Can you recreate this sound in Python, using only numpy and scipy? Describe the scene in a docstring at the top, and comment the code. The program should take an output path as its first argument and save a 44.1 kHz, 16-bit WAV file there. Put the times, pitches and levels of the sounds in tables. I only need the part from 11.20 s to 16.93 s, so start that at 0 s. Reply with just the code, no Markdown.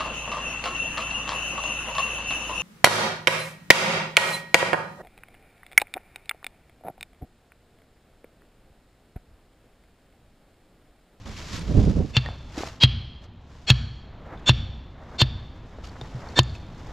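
"""A wooden mallet drives a caulking iron into the plank seams of a propped-up hull, six blows close by.
Each blow cracks, rings in mallet and iron, knocks the plank, thumps in the hollow hull and comes back
from across the open boatyard. Feet scuff on a tarpaulin and the iron taps as it is reset.
A gust buffets the stereo microphone before the first blow; the yard hums in the distance throughout."""
import sys
import numpy as np
from scipy import signal
from scipy.fft import rfft, irfft, next_fast_len
from scipy.io import wavfile

SR = 44100
rng = np.random.default_rng(int(sys.argv[2]) if len(sys.argv) > 2 else 0)


def waveform_to_disk(signal):
    """Save audio, clipped to [-1, 1], as 16-bit WAV at the path in sys.argv[1]."""
    frames = np.transpose(np.atleast_2d(signal))
    scaled = np.clip(frames, -1, 1) * 32767
    samples = np.round(scaled).astype(np.int16)
    wavfile.write(sys.argv[1], SR, samples)


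N = 252631
TIME_S = np.arange(N) / SR


def amp(db):
    """Decibels to gain."""
    return 10 ** (np.asarray(db) / 20)


def unit_rms(x):
    """Scale to rms 1."""
    return x / np.sqrt(np.mean(x ** 2) + 1e-20)


def stereo(mid, side, side_db):
    """Left and right channels from mid and side."""
    return mid + amp(side_db) * side * np.array([[1], [-1]])


def filtered(x, order, hz, kind):
    """Butterworth filter."""
    return signal.sosfilt(signal.butter(order, hz, kind, fs=SR, output="sos"), x)


def drift(rate_hz):
    """A smooth random wander of rms 1."""
    hop = 40
    pole = np.exp(-2 * np.pi * rate_hz * hop / SR)
    noise = rng.standard_normal(N // hop + 2002)
    slow = signal.lfilter([1], [1, -2 * pole, pole * pole], noise)[2000:]
    return np.interp(np.arange(N) / hop, np.arange(len(slow)), unit_rms(slow))


def coloured_noise(spectrum, side_db, grain=1):
    """Stereo noise of a given spectrum, rms 1; grain is a gain applied before the colour."""
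    hz, db = np.transpose(spectrum)
    size = next_fast_len(N)
    bin_hz = np.arange(size // 2 + 1) * SR / size
    colour = amp(np.interp(np.log(bin_hz + 1), np.log(hz), db))
    noise = rng.standard_normal((2, N)) * grain
    mid, side = irfft(rfft(noise, size) * colour, size)[:, :N]
    return unit_rms(stereo(mid, side, side_db))


def clicks(start_s, level_db):
    """Single-sample clicks at the given times."""
    train = np.zeros(N)
    train[np.round(np.asarray(start_s) * SR).astype(int)] = amp(level_db)
    return train


def ring(force, hz, t60_s):
    """One mode: a unit click starts a decaying sine of height 1."""
    pole, step = amp(-60 / (t60_s * SR)), 2 * np.pi * hz / SR
    return signal.lfilter([0, np.sin(step)], [1, -2 * pole * np.cos(step), pole * pole], force + 1e-18)


def struck(modes, start_s, level_db, scatter_db, force=(1,)):
    """A force, given sample by sample, drives each mode with a slightly random strength."""
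    at, push, sound = round(start_s * SR), np.zeros(SR // 2), np.zeros(N)
    push[:len(force)] = force
    drive_db = level_db + scatter_db * rng.standard_normal(len(modes))
    body = sum(ring(push * amp(drive + db), hz, t60) for drive, (hz, db, t60) in zip(drive_db, modes))
    sound[at:at + len(body)] = body[:N - at]
    return sound


def noise_bursts(start_s, level_db, band_hz, t60_s):
    """Band noise that starts sharply at each time and dies away."""
    decay = signal.lfilter([1], [1, -amp(-60 / (t60_s * SR))], clicks(start_s, level_db) + 1e-18)
    return filtered(decay * rng.standard_normal(N), 4, band_hz, "band")


# Colour of the distant yard: frequency_hz, density_db
HUM_SPECTRUM = [(12, -1.5), (25, 3.5), (74, 6), (150, -1.5), (280, -8.5), (450, -17), (860, -17.5),
                (1500, -26), (2400, -29), (3800, -30), (5500, -49), (7300, -52.5), (8500, -89.5),
                (15500, -48)]
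# Its rise and fall: time_s, level_db
HUM_LEVELS = [(0.0, -43.5), (0.43, -35), (0.8, -41.5), (1.85, -44.5), (2.1, -46.5), (2.5, -48.5),
              (2.7, -45), (3.41, -38.5), (3.78, -44.5), (4.15, -40.5), (4.53, -43), (5.33, -38),
              (5.73, -41)]


def yard_hum():
    """The yard in the distance: low noise near the centre, its level wandering."""
    time_s, level_db = np.transpose(HUM_LEVELS)
    gain = amp(np.interp(TIME_S, time_s, level_db) + 0.79 * drift(0.67))
    return gain * coloured_noise(HUM_SPECTRUM, side_db=-33.5)


# Feet on the tarpaulin (rise and fall span 20 dB): peak_s, rise_s, fall_s, bright_db, dull_db
SCUFFS = [(0.06, 0.0067, 0.13, -47.5, -45), (0.19, 0.089, 0.089, -40.5, -51),
          (0.34, 0.083, 0.097, -36, -56), (0.621, 1, 0.28, -46, -59.5), (0.85, 0.79, 0.9, -56, -72),
          (1.062, 0.084, 0.19, -68.5, -42), (1.388, 0.065, .17, -39, -35.5),
          (1.465, 0.012, .06, -49.5, -56), (2.041, 0.046, .03, -59, -50), (2.343, 0.16, 0.39, -59, -55.5),
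          (2.948, 0.24, 0.36, -88, -56), (3.13, 0.089, 0.058, -68.5, -42.5),
          (3.26, 0.36, .05, -65.5, -50.5), (3.94, 0.3, 0.3, -62.5, -45), (4.642, 0.013, 0.13, -54, -61.5),
          (4.813, 0.0031, 0.015, -55, -35), (5.142, 1, 0.31, -53.5, -44), (5.356, 0.017, 0.021, -50, -67),
          (5.7, .6, 0.4, -56, -48.5)]
# Colours of a scuff's bright and dull parts: frequency_hz, density_db
BRIGHT_SPECTRUM = [(500, -47.5), (1000, 3.5), (2100, 2), (5200, 0.5), (7300, -5), (8200, -14),
                   (11000, -21.5), (12600, -20), (13600, -27.5), (15500, -45.5)]
DULL_SPECTRUM = [(120, -3), (300, 9), (700, 9.5), (1400, 3), (2200, -4), (3500, -42)]


def foot_scuffs():
    """Grit and tarpaulin folds underfoot: grainy noise that swells and fades with each scuff."""
    bright, dull = np.zeros((2, N))
    for peak_s, rise_s, fall_s, bright_db, dull_db in SCUFFS:
        swell = amp(-20 * np.maximum((peak_s - TIME_S) / rise_s, (TIME_S - peak_s) / fall_s))
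        bright += amp(bright_db) * swell
        dull += amp(dull_db) * swell
    grit = coloured_noise(BRIGHT_SPECTRUM, side_db=-9, grain=amp(1.8 * drift(90) + 1.2 * drift(20)))
    folds = coloured_noise(DULL_SPECTRUM, side_db=-21.5, grain=amp(2.5 * drift(27)))
    return bright * grit + dull * folds


# Wind on the microphone: time_s, level_db
GUST_LEVELS = [(0.05, -57), (0.065, -37), (0.26, -52), (0.345, -32), (0.45, -40.5), (0.515, -20),
               (0.62, -9.5), (0.72, -23.5), (0.8, -19), (0.94, -44.5)]
# Colour of its buffeting: frequency_hz, density_db
GUST_SPECTRUM = [(12, -48), (20, -8), (45, 2.5), (70, 2.5), (157, -3.5), (191, -2.5), (306, -9.5),
                 (341, -15), (455, -15), (1500, -48), (1950, -57), (3300, -120)]


def wind_gust():
    """Lumpy turbulence right at the microphone, stronger in the right channel."""
    time_s, level_db = np.transpose(GUST_LEVELS)
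    time_s = np.r_[time_s[0] - .03, time_s, time_s[-1] + .03, time_s[-1] + .06]
    level_db = np.r_[-90, level_db, level_db[-1], -90]   # fades in; holds a moment before fading out
    lumps = coloured_noise(GUST_SPECTRUM, side_db=-12, grain=amp(3 * drift(30)))
    return amp(np.interp(TIME_S, time_s, level_db)) * lumps * amp([[-3.5], [2.2]])


# The iron as it is handled, reset and bounces: start_s, level_db, pitch_hz
IRON_TICKS = [(0.058, -46, 3140), (0.375, -37, 1900), (0.394, -38, 8760), (0.541, -66, 9000),
              (1.061, -27, 1840), (4.643, -44, 2820), (4.695, -44, 4430), (4.813, -31.5, 3630),
              (5.088, -37.5, 4430), (5.233, -34, 6930), (3.175, -46.5, 3520), (5.296, -40, 4360),
              (5.352, -38, 2580)]


def iron_ticks():
    """Each light contact gives a dry snap and a short metallic ring."""
    ring_cycles = 81   # to die by 60 dB
    rings = sum(ring(clicks(s, db), hz, ring_cycles / hz) for s, db, hz in IRON_TICKS)
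    start_s, level_db, _ = np.transpose(IRON_TICKS)
    return rings + noise_bursts(start_s, level_db + 1, band_hz=(2200, 6160), t60_s=0.004)


# Modes of the caulking iron: pitch_ratio, level_db, t60_s
IRON_MODES = [(0.789, -8, 0.069), (.89, -11, 0.035), (1.001, 3.5, 0.058), (1.18, -7.5, 0.035),
              (1.27, -6.5, .04), (1.428, -18.5, 0.037)]
# Modes of the mallet head: pitch_hz, level_db, t60_s
MALLET_MODES = [(1770, -18, 0.082), (2330, -28, 0.047), (4304, -12, 0.026), (5425, -19.5, .03),
                (5760, -23, 0.024), (6530, -19.5, 0.024), (7030, -17.5, 0.015)]


def tool_modes(pitch_hz, iron_db, head_db, tilt_db, falloff_db):
    """Iron and mallet ring together; the iron's pitch shifts with grip and depth in the seam."""
    modes = []
    for ratio, db, t60 in IRON_MODES:
        octaves = np.log2(ratio)
        modes.append((ratio * pitch_hz, db + iron_db + tilt_db * octaves - falloff_db * abs(octaves), t60))
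    return modes + [(hz, db + head_db, t60) for hz, db, t60 in MALLET_MODES]


# Modes of the plank under the iron: pitch_hz, level_db, t60_s
PLANK_MODES = [(350, -8.5, 0.067), (540, -6, 0.0058), (727, 6.5, 0.0073), (1023, 4.5, 0.013),
               (1510, 2, 0.0081)]


def plank_knock(start_s, level_db, rasp, lead_s):
    """A faint, dull rasp swells just before the blow; then the plank knocks."""
    dull_rasp = struck(PLANK_MODES, start_s - lead_s, level_db - 41, scatter_db=0.63, force=rasp)
    return dull_rasp + struck(PLANK_MODES, start_s, level_db, scatter_db=1.5)


# Modes of the hollow hull: pitch_hz, level_db, t60_s
HULL_MODES = [(61.47, -12, 0.87), (91.6, -17.5, 0.33), (106, -7.5, 0.15), (125.1, 0.5, 0.14),
              (181, -32, 0.066), (224, -11, 0.088), (305, -14, 0.14)]


def hull_thump(start_s, level_db):
    """The planking is pushed in and springs back within 6 ms, setting the hull ringing."""
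    shove = -np.sin(np.linspace(0, 2 * np.pi, round(.006 * SR)))
    return struck(HULL_MODES, start_s, level_db, scatter_db=.7, force=shove / np.abs(shove).sum())


def crack_treble(start_s, level_db):
    """The top of the crack and the shiver of the iron, different in each microphone channel."""
    mid, side = [noise_bursts(start_s, level_db, band_hz=(4300, 16000), t60_s=0.004)
                 + noise_bursts(start_s, level_db - 23.5, band_hz=(4500, 12000), t60_s=0.055)
                 for _ in range(2)]
    return stereo(mid, side, side_db=-3)


def echoes(sound, delay_s, rise_s, t60_s, side_db):
    """Scattered reflections reach the microphone after a gap, swell, then fade."""
    t = np.arange(SR) / SR
    swell = 1 - np.exp(-np.maximum(t - delay_s, 0) / rise_s)
    mid, side = rng.standard_normal((2, SR)) * swell * amp(-60 * t / t60_s)
    response = stereo(mid, side, side_db) / np.sqrt(np.sum(mid ** 2))
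    return signal.fftconvolve(sound[None], response, axes=1)[:, :N]


def yard_echoes(near, far, hull):
    """Returns from the hull side and ground close by, then neighbouring sheds and the far yard."""
    far = filtered(far, 4, 5000, "low")   # distance dulls the return
    hull_side = amp(-28) * echoes(near, delay_s=0.00065, rise_s=0.00084, t60_s=0.024, side_db=9)
    ground = amp(12) * echoes(far, delay_s=0.00069, rise_s=0.00053, t60_s=0.067, side_db=-42.5)
    sheds = echoes(far, delay_s=0.026, rise_s=0.013, t60_s=0.75, side_db=-32.5)
    far_yard = amp(-16) * echoes(far, delay_s=0.13, rise_s=0.06, t60_s=1.1, side_db=-27)
    boom = amp(-11.5) * echoes(hull, delay_s=0.073, rise_s=0.0067, t60_s=0.45, side_db=-53)
    return hull_side + ground + sheds + far_yard + boom


# Blows close to the microphone, each level relative within its own layer: start_s, crack_db, hull_db,
# plank_db, treble_db, pitch_hz, tilt_db_per_octave, yard_db, lead_db, iron_db, head_db, hull_side_db,
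# falloff_db_per_octave
BLOWS = [(0.9676, 3, -8, -31, -46, 3504, -9.5, -40, -54.5, -1, 4.5, 4, -17),
         (1.6364, 2, -3, -23.5, -39, 3245, 26.5, -42.5, -44, 7.8, -16, -32, 16),
         (2.502, 13, -4, -24.5, -21.5, 3290, -10.5, -29.5, -35, -7.5, 2.5, -43, 2),
         (3.2938, 5, -4, -15.5, -19.5, 3506, -11, -35.5, -37, 0.3, 5.5, -10.5, 20.5),
         (4.0174, 5, -6, -19.5, -18.5, 3566, 5, -40.5, -35, -0.7, 1, -1, 6.5),
         (5.1903, 10.5, -7.5, -11, -19, 3610, -2, -41.5, -38.5, -5, 6, 4, -2)]


def mallet_blows():
    """Mallet on iron: a brief rasp swells into the crack, and tool, plank, hull and yard answer."""
    tool, plank, hull, far = np.zeros((4, N))
    grip_t60_s = .026   # the hand damps the struck tool within this time
    far_t60_s = .013    # only the start of the ring is loud enough to come back from the yard
    lead_s = .038
    swell = np.linspace(0, 1, round(lead_s * SR)) ** 1.36
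    for (start_s, crack_db, hull_db, plank_db, _, pitch_hz, tilt_db,
         yard_db, lead_db, iron_db, head_db, _, falloff_db) in BLOWS:
        modes = tool_modes(pitch_hz, iron_db, head_db, tilt_db, falloff_db)
        gripped = [(hz, db, min(t60, grip_t60_s)) for hz, db, t60 in modes]
        carried = [(hz, db, far_t60_s) for hz, db, _ in modes]
        rasp = swell * rng.standard_normal(len(swell))
        tool += struck(modes, start_s - lead_s, lead_db, scatter_db=4, force=rasp)
        tool += struck(gripped, start_s, crack_db - 16, scatter_db=1.5)
        plank += plank_knock(start_s, plank_db, rasp, lead_s)
        hull += hull_thump(start_s, hull_db)
        far += struck(carried, start_s, yard_db + 13, scatter_db=1.5)
    tool = filtered(tool, 6, 7500, "low")   # a wooden face puts little force above this
    hull = filtered(hull, 4, 52, "high")    # too small to radiate deep bass
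    start_s, crack_db, _, _, treble_db, _, _, yard_db, _, _, _, hull_side_db, _ = np.transpose(BLOWS)
    crack = noise_bursts(start_s, crack_db - 2.5, band_hz=(2520, 4180), t60_s=0.016)
    far += filtered(clicks(start_s, yard_db + 20), 3, (2400, 4500), "band")   # returns as a pitchless wash
    direct = tool + crack + plank
    near = direct * amp(np.interp(TIME_S, start_s, hull_side_db))
    return direct + crack_treble(start_s, treble_db) + hull + yard_echoes(near, far, hull)


# Dull wooden knocks between the blows: start_s, level_db, pitch_hz
WOOD_KNOCKS = [(1.088, -18.5, 784), (1.377, -19.5, 305), (1.406, -21, 360), (1.435, -13, 765),
               (4.586, -27.5, 576), (4.815, -23, 614), (4.816, -29, 126), (4.947, -24.5, 129)]


def wood_knocks():
    """Knocked wood rings briefly at one pitch; lower knocks last more cycles."""
    knocks = np.zeros(N)
    for start_s, level_db, pitch_hz in WOOD_KNOCKS:
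        ring_cycles = 7.3 * (pitch_hz / 500) ** -0.95
        knocks += ring(clicks(start_s, level_db), pitch_hz, t60_s=ring_cycles / pitch_hz)
    return knocks


def scene():
    """The boatyard as heard from beside the hull."""
    return yard_hum() + foot_scuffs() + wind_gust() + iron_ticks() + mallet_blows() + wood_knocks()


def record(dry):
    """The microphone chain rounds the peaks and cuts the highest treble."""
    ceiling, cutoff_hz = 1.12, 15700
    rounded = ceiling * np.tanh(dry / ceiling)
    return signal.sosfilt(signal.cheby2(12, 70, cutoff_hz, fs=SR, output="sos"), rounded)


dry = scene()
out = record(dry)
waveform_to_disk(out)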